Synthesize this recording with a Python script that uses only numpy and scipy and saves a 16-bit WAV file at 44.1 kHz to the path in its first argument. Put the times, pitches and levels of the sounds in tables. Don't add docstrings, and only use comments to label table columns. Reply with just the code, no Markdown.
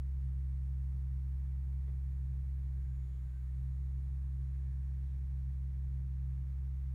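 import sys
import numpy as np
from scipy import signal
from scipy.fft import rfft, irfft
from scipy.io import wavfile
from scipy.ndimage import map_coordinates

SR = 44100
rng = np.random.default_rng(int(sys.argv[2]) if len(sys.argv) > 2 else 0)


def how_loud(loudness_db):
    steps = np.asarray(loudness_db, float) / 20
    return 10 ** steps


def to_wav(s):
    ch = np.atleast_2d(s).T
    pcm = np.round(np.clip(ch, -1, 1) * 32767)
    wavfile.write(sys.argv[1], SR, pcm.astype(np.int16))


N = 306432

# (frequency [Hz], level [dB per Hz])
AIR_SPECTRUM = [(300, -125), (500, -110), (600, -107), (740, -114), (850, -111), (1440, -115), (1870, -110),
                (2300, -115), (2900, -120), (4600, -123), (4900, -127), (5500, -125), (7100, -125),
                (7400, -129)]
# (frequency [Hz], level [dB per Hz])
HISS_SPECTRUM = [(7400, -129), (8000, -129), (8500, -125), (9800, -125), (10400, -131), (11700, -128),
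                 (13000, -129), (14000, -128.5), (15740, -130)]
# (frequency [Hz], level [dB per Hz])
RUMBLE_SPECTRUM = [(12, -100), (25, -93), (40, -84.5), (66, -78.5), (90, -86.5), (125, -74), (140, -77.5),
                   (160, -89.5), (190, -91.5), (225, -101), (290, -99), (390, -99.5), (450, -106),
                   (560, -120)]

# (frequency [Hz], level [dB])
MAINS_TONES = [(60, -73), (240, -82)]
# (frequency [Hz], level [dB])
WEAK_BUZZ = [(3000, -122), (3400, -111), (8000, -113), (12000, -113), (13000, -119), (14200, -117),
             (15700, -116)]
STRONG_BUZZ_MULTIPLES = [61, 63, 65, 67, 68, 78, 93, 93, 94, 114, 118, 119, 138, 139, 142, 143, 143, 145,
                         146, 148, 157, 159, 161, 189, 193, 195, 196, 197, 197, 197]
# (peak level [dB], loudest at [s], duration [s])
STRONG_BUZZ = [(-104, 1, 2.7), (-101, 5, 2), (-102, 4.1, 1.2), (-100, 3.8, 1.1), (-104, 2.9, 3.2),
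               (-104, 1.4, 1.8), (-98, 1.0, 0.65), (-99, 5.1, .45), (-103, 5.4, 3), (-95.5, 3.4, 1.1),
               (-94, 3.05, .35), (-102, 2.5, 3.9), (-102, 1.9, 3.5), (-102, 3.8, .7), (-102, 5.4, 1.8),
               (-102, 1.7, 1.4), (-103, 5.1, 1.3), (-100, 1.6, 3), (-99, 1.1, 1.8), (-102, 4.5, 0.52),
               (-101, 1.7, 1.5), (-103, 3.6, 1.1), (-99, 5, 2.1), (-103, 1.1, 3.9), (-100, 1.8, 1.8),
               (-101, 2.1, 1.6), (-101, 3.1, 0.77), (-94.5, 3.62, 0.2), (-102, 1.8, 3.4), (-96, 6.9, .2)]

# (time [s], duration [s], frequency [Hz], width [Hz], level [dB])
CREAKS = [(2.78, 0.033, 1600, 25, -84), (2.89, .03, 1580, 25, -80), (3.16, .05, 1590, 30, -90),
          (3.173, 0.07, 1290, 24.8, -87), (3.367, 0.052, 1546, 25, -80.5), (3.424, 0.049, 1290, 40, -86),
          (3.49, 0.034, 1790, 30, -85), (3.047, 0.018, 3500, 500, -86), (3.145, 0.048, 3220, 300, -87.5),
          (3.68, .02, 4000, 500, -93), (4.549, .015, 1750, 400, -79), (4.685, 0.07, 1700, 120, -83),
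          (5.077, 0.073, 3500, 700, -89)]
# (time [s], peak level [dB])
TAPS = [
    (1.866, -73),
    (1.873, -66),
    (1.880, -55.5),
    (1.888, -59),
    (1.896, -58),
    (1.921, -69),
    (1.935, -61),
]
# (frequency [Hz], level [dB], 60 dB decay time [s])
TAP_MODES = [(333, -4.5, .035), (450, 0.5, 0.028), (537, -4, 0.014), (610, -6, 0.024), (930, -13, .02),
             (1200, -11, .025), (1960, -11.5, .02), (2400, -16, .015), (3500, -21, .015)]

MOTOR_ORDERS = [1.5, 2, 3, 4, 5, 6, 6.5, 7, 7.857, 9, 11, 12, 15, 15.714, 36, 37, 45, 46, 50, 53, 57, 58,
                61, 67.5, 69, 75, 84, 100]
MOTOR_ORDER_DB = [-30.5, -25, 0, -43, -34, -9.5, -35.5, -42, -29, -35.5, -46, -55.5, -52.5, -48.5, -59, -53,
                  -58, -61, -57.5, -61, -59.5, -63, -61.5, -63, -61.5, -58, -60, -60]
ORDER_SWAY_DB = {1.5: 1.2, 2: 2.1, 3: .15, 6: .4, 7.857: 1.5, 9: 1.8}
ORDER_LAG_RAD = {2: 1.0, 3: 0.0, 6: -2.9, 9: -2.0}
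# (time [s], level [dB], duration [s])
OCTAVE_SWELLS = [(.12, -2.5, 0.054), (.28, 1.5, 0.043), (1.39, -4.5, 0.022), (2.475, -1.5, 0.032),
                 (3.303, -2.5, 0.14), (3.668, 3.0, 0.063), (4.224, -1, .04), (4.43, 2.2, 0.072),
                 (5.45, 1.5, 0.11), (6.222, 2.5, 0.11), (6.55, -3, 0.021)]
# (frequency [Hz], level [dB per Hz])
CLATTER_SPECTRUM = [(300, -32.5), (700, 0.5), (1100, 0), (1900, -5.5), (2500, -5), (3300, -32)]

MAINS_HZ = 60.012
SPEED_TURNS_PER_S, SAG_TURNS_PER_S = 22.198, 0.86
LOAD_PEAK_S, LOAD_ON_S, LOAD_OFF_S = 3.3, 0.27, 0.218
HUM_OFF_S = 0.17
HUM_DB, HUM_FADE_DB_PER_S, HUM_LOAD_DB = -37.5, -0.2056, -2.5


def at_hz(points, hz):
    table = np.array(points)
    log_hz = np.log(np.maximum(hz, 1))
    return np.interp(log_hz, np.log(table[:, 0]), table[:, 1], left=-200, right=-200)


def drift(rate_hz):
    pole = np.exp(-200 * np.pi * rate_hz / SR)
    white = rng.standard_normal(N // 100 + 1002)
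    slow = signal.lfilter([1], [1, -2 * pole, pole * pole], white)[1000:]
    return np.interp(np.arange(N) / 100, np.arange(len(slow)), slow / slow.std())


def coloured(spectrum):
    hz = np.arange(N // 2 + 1) * SR / N
    white = rfft(rng.standard_normal(N))
    return irfft(white * how_loud(at_hz(spectrum, hz)) * np.sqrt(SR / 2), N)


def looped(line_db, cycles, sway_db, memory, count):
    size = 8192
    phases = np.exp(2j * np.pi * rng.random(line_db.shape[-1]))
    memory = np.clip(memory, 0, 0.95)
    chance = rng.standard_normal((count + 9, len(phases)))
    sway = signal.lfilter([np.sqrt(1 - memory ** 2)], [1, -memory], chance, axis=0)[9:]
    waves = irfft(how_loud(line_db + sway_db * sway) * phases * size / np.sqrt(2), size)
    waves = np.hstack([waves, waves[:, :1]])
    return map_coordinates(waves, [np.linspace(0, count - 1, N), cycles % 1 * size], order=1)


def load(off_s=LOAD_OFF_S):
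    since = np.arange(N) / SR - LOAD_PEAK_S
    return np.exp(-0.5 * (since / np.where(since < 0, LOAD_ON_S, off_s)) ** 2)


def air():
    level_db = 0.3 * load() + 0.5 * drift(28.0)
    return how_loud(level_db) * (coloured(AIR_SPECTRUM) + coloured(HISS_SPECTRUM))


def rumble():
    return how_loud(1.1 * drift(4.2)) * coloured(RUMBLE_SPECTRUM)


def mains():
    t, moments = np.arange(N) / SR, np.linspace(0, N / SR, 24)
    multiples = np.arange(263)
    uneven_db = 3.5 * np.clip(rng.standard_normal(263), -2, 1)
    weak_db = at_hz(WEAK_BUZZ, multiples * MAINS_HZ) + uneven_db

    strong = np.full((24, 263), 1e-20)
    for multiple, (peak_db, s, lasts) in zip(STRONG_BUZZ_MULTIPLES, STRONG_BUZZ):
        nearness = np.exp(-0.5 * ((moments - s) / lasts) ** 2)
        strong[:, multiple] += how_loud(peak_db - 13 * (1 - nearness)) ** 2
    skirt = sum(np.roll(strong, step, axis=1) for step in (-2, -1, 0, 2))
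    strong += how_loud(-11.5) ** 2 * skirt

    out = looped(weak_db, MAINS_HZ * t, sway_db=1.5, memory=0.49, count=12)
    out += looped(10 * np.log10(strong), MAINS_HZ * t, sway_db=2.5, memory=0.34, count=24)
    for hz, level_db in MAINS_TONES:
        out += np.sqrt(2) * how_loud(level_db + 1.5 * drift(3.9)) * np.sin(2 * np.pi * hz * t)
    return out


def creaks():
    t, white, out = np.arange(N) / SR, rng.standard_normal(N), np.zeros(N)
    for s, lasts, hz, width, level_db in CREAKS:
        pole = np.exp(-np.pi * width / SR)
        span = slice(int((s - 0.3) * SR), int((s + 0.3) * SR))
        resonance = [1, -2 * pole * np.cos(2 * np.pi * hz / SR), pole * pole]
        tone = signal.lfilter([1, 0, -1], resonance, white[span])
        swell = np.exp(-0.5 * ((t[span] - s) / lasts) ** 2)
        even_out = np.sqrt(np.sum(swell ** 2) / np.sum((swell * tone) ** 2))
        out[span] += how_loud(level_db) * swell * tone * even_out
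    return out


def knock():
    clicks, out = np.zeros(N), np.zeros(N)
    for s, peak_db in TAPS:
        clicks[round(s * SR)] = how_loud(peak_db)
    for k, (hz, level_db, t60) in enumerate(TAP_MODES):
        pole, w = how_loud(-60 / (t60 * SR)), 2 * np.pi * hz / SR
        resonance = [1, -2 * pole * np.cos(w), pole * pole]
        ring = signal.lfilter([0, np.sin(w)], resonance, clicks + 1e-18)
        out -= (-1) ** k * how_loud(level_db) * ring
    return out


def octave_level():
    t = np.arange(N) / SR
    level_db = 0.45 * drift(5.0)
    for s, db, lasts in OCTAVE_SWELLS:
        level_db += db * np.exp(-0.5 * ((t - s) / lasts) ** 2)
    return level_db


def motor():
    sag = SAG_TURNS_PER_S * load()
    speed = SPEED_TURNS_PER_S - sag
    turns = np.cumsum(speed) / SR
    angle = 2 * np.pi * turns + 0.8 / 3
    from_middle_s = (np.arange(N) - N / 2) / SR
    hum_db = HUM_LOAD_DB * load(HUM_OFF_S) + HUM_FADE_DB_PER_S * from_middle_s
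    moving_db = {3: hum_db, 6: octave_level()}

    tones = np.zeros(N)
    for order, level_db in zip(MOTOR_ORDERS, MOTOR_ORDER_DB):
        sway_db = ORDER_SWAY_DB.get(order, 2.2) * drift(6.7)
        lag = ORDER_LAG_RAD.get(order, 2 * np.pi * rng.random())
        if order == 6:
            lag = lag + 1.1 * sag
        tones += how_loud(level_db + moving_db.get(order, 0) + sway_db) * np.cos(order * angle + lag)

    half_orders_hz = np.arange(320) * np.median(speed) / 2
    uneven_db = 3.8 * np.clip(rng.standard_normal(320), -2, 1)
    line_db = at_hz(CLATTER_SPECTRUM, half_orders_hz) - 84 - 23.5 + uneven_db
    clatter = looped(line_db, turns / 2, sway_db=5.0, memory=0.45, count=14)
    return np.sqrt(2) * how_loud(HUM_DB) * tones + clatter


def scene():
    return (air() + rumble() + mains() + creaks() + knock() + motor())[None]


def top_cut(x):
    return signal.sosfilt(signal.butter(12, 16040, fs=SR, output="sos"), x)


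def record(dry):
    return top_cut(dry)


dry = scene()
out = record(dry)
to_wav(out)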